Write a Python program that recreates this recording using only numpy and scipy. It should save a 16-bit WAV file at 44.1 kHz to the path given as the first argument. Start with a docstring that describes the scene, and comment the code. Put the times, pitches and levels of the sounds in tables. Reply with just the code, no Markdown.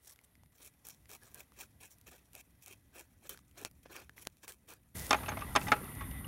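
"""Scaling a fish at night

Outdoors, a toothed steel ring rasps the scales off a fish on a wooden board. The scales crackle
and snap free, the steel rings and the flesh and board shake. Then the scraping stops, the background
jumps louder, and a plastic bucket knocks and scuffs on gravel.
Insects hiss in the treble and far traffic rumbles throughout."""
import sys
import numpy as np
from scipy import signal
from scipy.fft import rfft, irfft, next_fast_len
from scipy.io import wavfile
from scipy.ndimage import uniform_filter1d, map_coordinates

SR = 44100
rng = np.random.default_rng(int(sys.argv[2]) if len(sys.argv) > 2 else 0)


def materialize(psi):
    """Save the field psi as 16-bit PCM at rate SR to the path in sys.argv[1].

    A 1-D psi becomes a single channel; in a 2-D psi each row is a channel.
    """
    bounded = np.clip(np.atleast_2d(psi).T, -1, 1)
    quanta = np.round(bounded * 32767).astype(np.int16)
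    wavfile.write(sys.argv[1], SR, quanta)


N = 276507
BUCKET_SCENE_S = 4.945  # the scraping ends and the scuffing begins


def amp(db):
    """Turn decibels into a gain."""
    return 10 ** (np.asarray(db) / 20)


def unit(x):
    """Scale a signal to an average (rms) level of 1."""
    return x / np.sqrt(np.mean(x ** 2) + 1e-20)


def fade(t, ring_s):
    """A gain that falls by 60 dB in ring_s seconds."""
    return amp(-60 * t / ring_s)


def curves(rows):
    """Join the rows with lines: one value per sample for each column after the time."""
    times_s, *columns = np.transpose(rows)
    return [np.interp(np.arange(N) / SR, times_s, column) for column in columns]


def wobble(rate_hz):
    """A smooth curve through rate_hz random values a second."""
    knots = rng.standard_normal(int(N * rate_hz / SR) + 4)
    return map_coordinates(knots, [np.arange(N) * rate_hz / SR])


def filtered(x, response):
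    """Multiply each frequency in x by response(hz)."""
    size = next_fast_len(N + SR // 2)
    return irfft(rfft(x, size) * response(np.fft.rfftfreq(size, 1 / SR)), size)[..., :N]


def colour(points):
    """A filter curve through (pitch_hz, level_db) points."""
    pitch_hz, level_db = np.transpose(points)
    return lambda hz: amp(np.interp(np.log(hz + 1), np.log(pitch_hz + 1), level_db))


def peaks(modes):
    """A filter with one resonance for each (pitch_hz, width_hz, level_db) row."""
    return lambda hz: sum((-1) ** k * amp(db) * 1j * hz * width / (pitch**2 - hz**2 + 1j * hz * width)
                          for k, (pitch, width, db) in enumerate(modes))


def grit(clicks_per_s, spread_db, clump_db, rub):
    """Random clicks of uneven size over rubbing noise, bunched in bursts."""
    clicks = (rng.random(N) < clicks_per_s / SR) * rng.standard_normal(N)
    clicks *= amp(spread_db * rng.standard_normal(N))
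    bursts = amp(clump_db * wobble(90))
    return unit(bursts * (unit(clicks) + rub * rng.standard_normal(N)))


def patchy(x, depth_db, bins):
    """Random patches of pitch grow louder and softer as the point of contact wanders."""
    spectrum = signal.stft(x, nperseg=512)[2]
    patches = uniform_filter1d(rng.standard_normal(spectrum.shape), size=bins, axis=0)
    patches = uniform_filter1d(patches, size=5, axis=1)
    return unit(signal.istft(spectrum * amp(depth_db * unit(patches)), nperseg=512)[1][:N])


# The tone of far traffic, still air and a katydid chorus: pitch_hz, level_db
TRAFFIC_TONE = [(20, -24), (45, -7.5), (65, 4), (80, -3), (100, -1), (125, -5), (200, -8.5), (290, -11),
                (440, -33.5), (800, -31), (1300, -120)]
HUSH_TONE = [(180, -60), (300, -8), (478, -6), (2030, -15), (2980, -16.5), (8360, -22), (11500, -12),
             (16000, -25.5)]
KATYDID_TONE = [(7000, -33), (8300, -43), (9000, -6), (9800, 0.5), (10500, -14.5), (11200, -0.5),
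                (12100, -12.5), (12600, -7), (12900, 1.5), (13300, -11), (13700, -5), (14200, -12),
                (15700, -28)]
# The lower calls of crickets: pitch_hz, width_hz, level_db
CRICKET_BANDS = [(1975, 95, 1), (3610, 240, -14)]
# How loud the background is: time_s, katydids_db, crickets_db, hush_db, traffic_db
NIGHT_LEVELS = [(0, -87, -83.5, -76, -75), (.28, -80.5, -84.5, -75, -69.5), (.52, -80, -86.5, -81, -71.5),
                (1.2, -80.5, -85.5, -75, -68.5), (3.9, -81.5, -87.5, -83, -67),
                (4.94, -81.5, -93, -83.5, -69), (4.955, -54, -58, -50, -46), (6.27, -54, -59.5, -73, -46)]


def night():
    """Flickering insects, a distant hush and surging traffic, each made of shaped noise."""
    katydids_db, crickets_db, hush_db, traffic_db = curves(NIGHT_LEVELS)
    tones = colour(KATYDID_TONE), peaks(CRICKET_BANDS), colour(HUSH_TONE), colour(TRAFFIC_TONE)
    katydids, crickets, hush, traffic = (unit(filtered(rng.standard_normal(N), tone)) for tone in tones)
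    katydids *= amp(katydids_db + 0.93 * wobble(40))
    crickets *= amp(crickets_db + 2.2 * wobble(25))
    traffic *= amp(traffic_db + 1.5 * wobble(9))
    return katydids + crickets + amp(hush_db) * hush + traffic


# The tone of the ground's high rustle and low grind: pitch_hz, level_db
RUSTLE_TONE = [(1200, -15), (2500, -16), (5000, -8.5), (7500, -7.5), (11000, -8.5), (16000, -10.5)]
GRIND_TONE = [(210, -47), (350, 5), (585, -3.5), (1130, 1), (1700, -7.5), (1980, -12.5), (2580, -14.5),
              (4500, -21.5), (5850, -67), (9900, -120)]
# How loud the scuffing is: time_s, rustle_db, grind_db
SCUFF_LEVELS = [(4.94, -50, -97), (5.006, -48, -91), (5.124, -52.5, -42), (5.18, -63, -48),
                (5.276, -84.5, -50.5), (5.368, -82, -55), (5.628, -50, -52.5), (5.836, -63, -52.5),
                (6.062, -66, -58.5), (6.27, -73.5, -57)]


def scuffing():
    """Feet and bucket stir gravel and grass."""
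    rustle_db, grind_db = curves(SCUFF_LEVELS)
    fade_in = np.clip((np.arange(N) / SR - BUCKET_SCENE_S) / 0.012, 0, 1)
    rustle = unit(filtered(grit(1200, spread_db=8.5, clump_db=-0.5, rub=0.83), colour(RUSTLE_TONE)))
    grind = filtered(grit(500, spread_db=-1.5, clump_db=1.5, rub=2.4), colour(GRIND_TONE))
    grind = patchy(grind, depth_db=3.9, bins=3)
    return fade_in * (amp(rustle_db) * rustle + amp(grind_db) * grind)


def ringing(modes, t, stretch):
    """The fading notes of a struck object, a little different in level and pitch each time."""
    return sum(amp(db + rng.normal(0, 1.1)) * fade(t, ring_s * stretch)
               * np.sin(2 * np.pi * (hz * rng.normal(1, 0.012) * t + rng.random()))
               for hz, db, ring_s in modes)


# The notes of the bucket's wall, and of its thin rim and handle: pitch_hz, level_db, ring_s
WALL_NOTES = [(270, -11.5, 0.11), (398, -19, 0.11), (622, -11.5, 0.1), (832, -3, 0.11), (1020, -1.5, 0.04),
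              (1185, -1, 0.045), (1305, -5, 0.1), (1580, -3, 0.044), (1920, -28, 0.023), (2184, -3, 0.045),
              (2550, -5, 0.029)]
RIM_NOTES = [(3160, -5.5, .03), (3577, 1.5, 0.028), (4610, -8, 0.041), (5350, 0, 0.019),
             (6160, -1.5, 0.023)]
# Each knock: start_s, level_db, rim_db, stretch, note_hz, note_db
# (stretch multiplies the ring times; rim_db and note_db add to level_db)
BUCKET_KNOCKS = [(5.1073, -20.5, -0.5, 0.73, 1215, 4.5), (5.129, -21.5, -4, 0.6, 2446, 0.5),
                 (5.144, -26.5, -10, 0.57, 837, 5.5), (5.163, -48, -13, 1, 6540, 0),
                 (5.233, -41, -8, 0.55, 1140, 4), (5.26, -42.5, -5, 0.42, 2580, 8),
                 (5.281, -37, -12.5, 2, 828, -12), (5.289, -37.5, 0, 0.5, 6360, 4.5),
                 (5.317, -39, -27, 0.97, 1490, -2), (5.37, -40.5, -13, 0.87, 657, 7),
                 (5.391, -44, -1.5, 0.55, 860, -3), (5.407, -45.5, -7, 1.7, 2670, -1),
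                 (5.419, -42.5, -31, 0.76, 1205, 10.5), (5.552, -27.5, -5.5, 0.74, 1160, 3),
                 (5.5598, -17.5, -3.5, 0.84, 830, -4.5), (5.614, -44.5, -1, 0.63, 2630, 6),
                 (5.668, -41.5, -12, 1, 1940, 6), (5.682, -38.5, -3.5, 1.35, 855, 8.5),
                 (5.7183, -17, -7.5, 0.66, 1366, 1.5), (5.7225, -17.5, -33, 0.27, 1470, 5),
                 (5.731, -32.5, -32, 0.85, 1316, 8), (5.761, -47.5, -30, 2.4, 1370, 4),
                 (6.008, -46.5, -15, 1.43, 1100, 9.5), (6.112, -49.5, 2, 0.36, 2880, 2),
                 (6.245, -49.5, -12, 0.27, 2880, 14.5)]


def bucket():
    """Each knock rings the wall, the rim and one note of its own, with a fading rattle of noise."""
    out, t = np.zeros(N + SR), np.arange(SR // 4) / SR
    thud_band = signal.butter(3, [380, 2500], "bandpass", fs=SR)
    tick_band = signal.butter(2, [2500, 9000], "bandpass", fs=SR)
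    rim_rise = 1 - np.exp(-t / 0.001)
    wall_rise = 1 - np.exp(-t / 0.0016)  # the wall takes a few cycles to get going
    for start_s, level_db, rim_db, stretch, note_hz, note_db in BUCKET_KNOCKS:
        noise = rng.standard_normal((2, len(t)))
        thud = 3.18 * fade(t, 0.077 * stretch) * signal.lfilter(*thud_band, noise[0])
        tick = 1.08 * fade(t, 0.036 * stretch) * signal.lfilter(*tick_band, noise[1])
        wall = ringing(WALL_NOTES, t, stretch) + thud
        rim = ringing(RIM_NOTES, t, stretch) + tick
        drift = 0.35 * np.cumsum(noise[0]) * np.sqrt(note_hz / SR)  # roughens the note
        note = amp(note_db) * fade(t, 0.081 * stretch) * np.sin(2 * np.pi * note_hz * t + drift)
        knock = wall_rise * (wall + note) + rim_rise * amp(rim_db) * rim
        out[round(start_s * SR):][:len(t)] += amp(level_db) * knock
    return out[:N]


# Single scales snapping free: start_s, click_db, brightness (0 to 1), pop_db, pop_hz
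SCALE_SNAPS = [(0.0727, -40, .5, -62, 1480), (0.1015, -52, .5, -55, 1890), (0.1602, -44, .4, -62, 1490),
               (0.19, -47.5, 0.4, -50.5, 2170), (0.214, -50, .7, -63, 872), (0.354, -51, 0.2, -55, 2030),
               (0.435, -52, 0, -54.5, 870), (0.4606, -55, .3, -64, 2040), (0.853, -37.5, 1, -60, 504),
               (0.8692, -30, 1, -56, 509), (0.8868, -27.5, 1, -52, 780), (1.057, -51, 0, -54, 2000),
               (1.0926, -48, .7, -56, 1550), (1.1154, -30, 0.7, -50, 1250), (1.3452, -27, 1, -66, 522),
               (1.4052, -41, .4, -44, 2380), (1.5207, -51, .1, -54, 1180), (1.6087, -51, .4, -44, 2600),
               (1.985, -44, 1, -70, 2600), (2.0132, -39, 0.8, -76, 3460), (2.333, -36.5, 0.9, -60, 2780),
               (2.3522, -29.5, 0.7, -48, 2520), (2.6253, -39, .9, -56, 2530), (2.6616, -30, .9, -54, 2580),
               (2.6813, -29, .9, -56, 2600), (3.3457, -51, .3, -46, 1460), (3.375, -39, .4, -49.5, 1620),
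               (3.3907, -45, 0.2, -55, 1180), (3.5123, -49, 0.4, -68, 2500), (3.713, -43, .6, -69, 608),
               (3.859, -64, .05, -42.5, 626), (4.095, -44, 0, -40, 1670), (4.1802, -54, 0.2, -40.5, 2050),
               (4.252, -40, 0.2, -51, 1990), (4.37, -49, 0.5, -77, 654), (4.4344, -44, 0.4, -50, 1670),
               (4.48, -26.5, .6, -44, 2200), (4.522, -31.5, 0.66, -69, 2730), (4.737, -34, 1, -65, 2600)]
# Hard knocks of the steel ring: the same columns, then ring_s (capped at 0.12 when played)
STEEL_TAPS = [(3.294, -25.5, 0.8, -50, 3100, 0.16), (3.6497, -17.5, 0.12, -28, 695, 0.0029),
              (4.2715, -18, 0.14, -26, 617, 0.0031)]
# The two tones that brightness blends: pitch_hz, width_hz, level_db
DULL_CLICK, BRIGHT_CLICK = [(4360, 8600, 2.7)], [(12200, 8400, 1.6)]
SNAP_RING_S = 0.0096


def snaps_and_taps():
    """Each is a sharp click, a pop at the pitch of what was struck and a thud in the board."""
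    clicks, pops, t = np.zeros((2, N + SR)), np.zeros(N + SR), np.arange(SR // 10) / SR
    thud = fade(t, 0.017) * np.sin(2 * np.pi * 260 * t)
    snaps = [(*row, SNAP_RING_S) for row in SCALE_SNAPS]
    for start_s, click_db, brightness, pop_db, pop_hz, ring_s in snaps + STEEL_TAPS:
        start = round(start_s * SR)
        fading = fade(t, min(ring_s, 0.12))
        fizz = 30 * min(ring_s, 0.016) * np.minimum(fading, fade(t, 0.025)) * rng.standard_normal(len(t))
        fizz[:2] = -1  # the click itself
        clicks[:, start:][:, :len(t)] += amp(click_db) * np.outer([1 - brightness, brightness], fizz)
        pops[start:][:len(t)] += amp(pop_db) * (fading * np.sin(2 * np.pi * pop_hz * t) + 0.1 * thud)
    dull, bright = clicks[:, :N]
    return filtered(dull, peaks(DULL_CLICK)) + filtered(bright, peaks(BRIGHT_CLICK)) + pops[:N]


# Each stroke of the steel ring: start_s, rise_s, hold_s, fall_s, crackle_db, flesh_db, steel_db
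SCRAPE_STROKES = [(0.0, 0.071, 0.064, 0.012, -58.5, -73, -87),
                  (0.226, 0.013, 0.0082, .015, -64.5, -79, -92), (0.52, 0.033, 0.061, .02, -68.5, -80, -84),
                  (0.573, 0.031, 0.075, 0.022, -56.5, -69, -68.5),
                  (0.836, .015, 0.056, 0.077, -55.5, -65.5, -67),
                  (1.079, 0.023, 0.056, 0.026, -50.5, -59.5, -61),
                  (1.188, 0.039, 0.053, 0.12, -63.5, -66, -77), (1.337, 0.011, .01, .02, -54.5, -72, -70),
                  (1.331, 0.026, .055, .035, -55, -61, -63),
                  (1.531, 0.071, 0.027, 0.037, -47.5, -57, -55.5),
                  (1.799, 0.0093, 0.033, 0.074, -56.5, -63, -60.5),
                  (1.888, 0.021, 0.016, 0.048, -60, -80, -88),
                  (2.056, 0.012, 0.024, 0.014, -54.5, -59.5, -58),
                  (2.103, 0.011, 0.016, 0.14, -59, -62.5, -66.5),
                  (2.314, 0.032, 0.062, 0.021, -59, -64.5, -61.5),
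                  (2.611, 0.021, 0.011, 0.019, -56.5, -76, -67),
                  (2.633, 0.04, 0.062, 0.027, -57, -64, -59.5),
                  (2.902, 0.058, 0.049, 0.057, -56, -58.5, -61.5),
                  (3.207, 0.048, .01, 0.037, -54.5, -60.5, -61),
                  (3.287, 0.0094, 0.018, .09, -49.5, -55.5, -59),
                  (3.543, 0.036, 0.057, .015, -55.5, -57, -62.5),
                  (3.645, 0.0078, 0.012, 0.028, -51, -53.5, -53.5), (3.82, .012, 0.019, .02, -70, -86, -80),
                  (3.849, 0.0094, 0.0092, 0.013, -80, -56.5, -63),
                  (3.876, 0.029, .115, 0.052, -59.5, -58, -63),
                  (3.919, 0.038, 0.015, 0.044, -55.5, -53, -54),
                  (4.155, .012, 0.064, 0.046, -59, -66, -69.5),
                  (4.251, 0.017, 0.0043, 0.017, -57, -56, -76), (4.418, .018, .012, 0.024, -58, -59, -64),
                  (4.467, 0.013, 0.031, 0.044, -53.5, -58.5, -66),
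                  (4.671, 0.017, 0.038, 0.058, -54.5, -55, -62.5)]
# The ring sliding back between strokes: crackle_db, flesh_db, steel_db
SLIDE_LEVELS = [-79.5, -81.5, -88]
SLIDE_START_S, STROKE_SWELL_DB = 0.52, 27.5


def stroke_gains():
    """Gains for crackle, flesh and steel: each stroke swells, holds and fades over the quiet slide."""
    t = np.arange(N) / SR
    gains = np.outer(amp(SLIDE_LEVELS), t > SLIDE_START_S)
    for start_s, rise_s, hold_s, fall_s, *levels_db in SCRAPE_STROKES:
        corners_s = start_s + np.cumsum([0, rise_s, hold_s, fall_s])
        shape_db = np.interp(t, corners_s, [-STROKE_SWELL_DB, 0, 0, -STROKE_SWELL_DB], -200, -200)
        gains = np.hypot(gains, np.outer(amp(levels_db), amp(shape_db)))
    return gains * (t < BUCKET_SCENE_S)


# The tone of crackling scales: pitch_hz, level_db
CRACKLE_TONE = [(1500, -17), (2500, -11.5), (4000, -10), (5000, -14), (5650, -0.5), (6300, -7.5),
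                (7000, -6), (8300, -6), (9500, -5.5), (12000, -6.5), (14800, -7), (16500, -6.5)]
# Where the fish on its board, and the steel ring, resonate: pitch_hz, width_hz, level_db
FLESH_BANDS = [(349, 130, -0.5), (674, 555, -1), (1046, 940, -3), (1695, 264, -3.5), (3560, 1300, -17)]
STEEL_BANDS = [(2243, 290, 6), (2592, 380, 9), (3230, 114, 4.5), (5640, 82, 7), (6780, 850, -2)]


def scraping():
    """The teeth flick scales loose, which crackles and rings the steel; rubbing shakes fish and board."""
    flicks = grit(2200, spread_db=4.5, clump_db=3.0, rub=0.58)
    crackle = patchy(filtered(flicks, colour(CRACKLE_TONE)), depth_db=2.5, bins=30)
    ring = peaks(STEEL_BANDS)
    steel = unit(filtered(flicks, lambda hz: ring(hz) * np.abs(ring(hz))))  # twice, for sharper peaks
    rubbing = grit(2500, spread_db=2, clump_db=1.5, rub=1.5)
    flesh = patchy(filtered(rubbing, peaks(FLESH_BANDS)), depth_db=3.5, bins=3)
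    return np.sum(stroke_gains() * [crackle, flesh, steel], axis=0)


def scene():
    """Add all the sources into one channel."""
    return (scraping() + snaps_and_taps() + bucket() + scuffing() + night())[None]


def record(dry):
    """Remove the very highest treble."""
    return filtered(dry, lambda hz: hz < 15800)


dry = scene()
out = record(dry)
materialize(out)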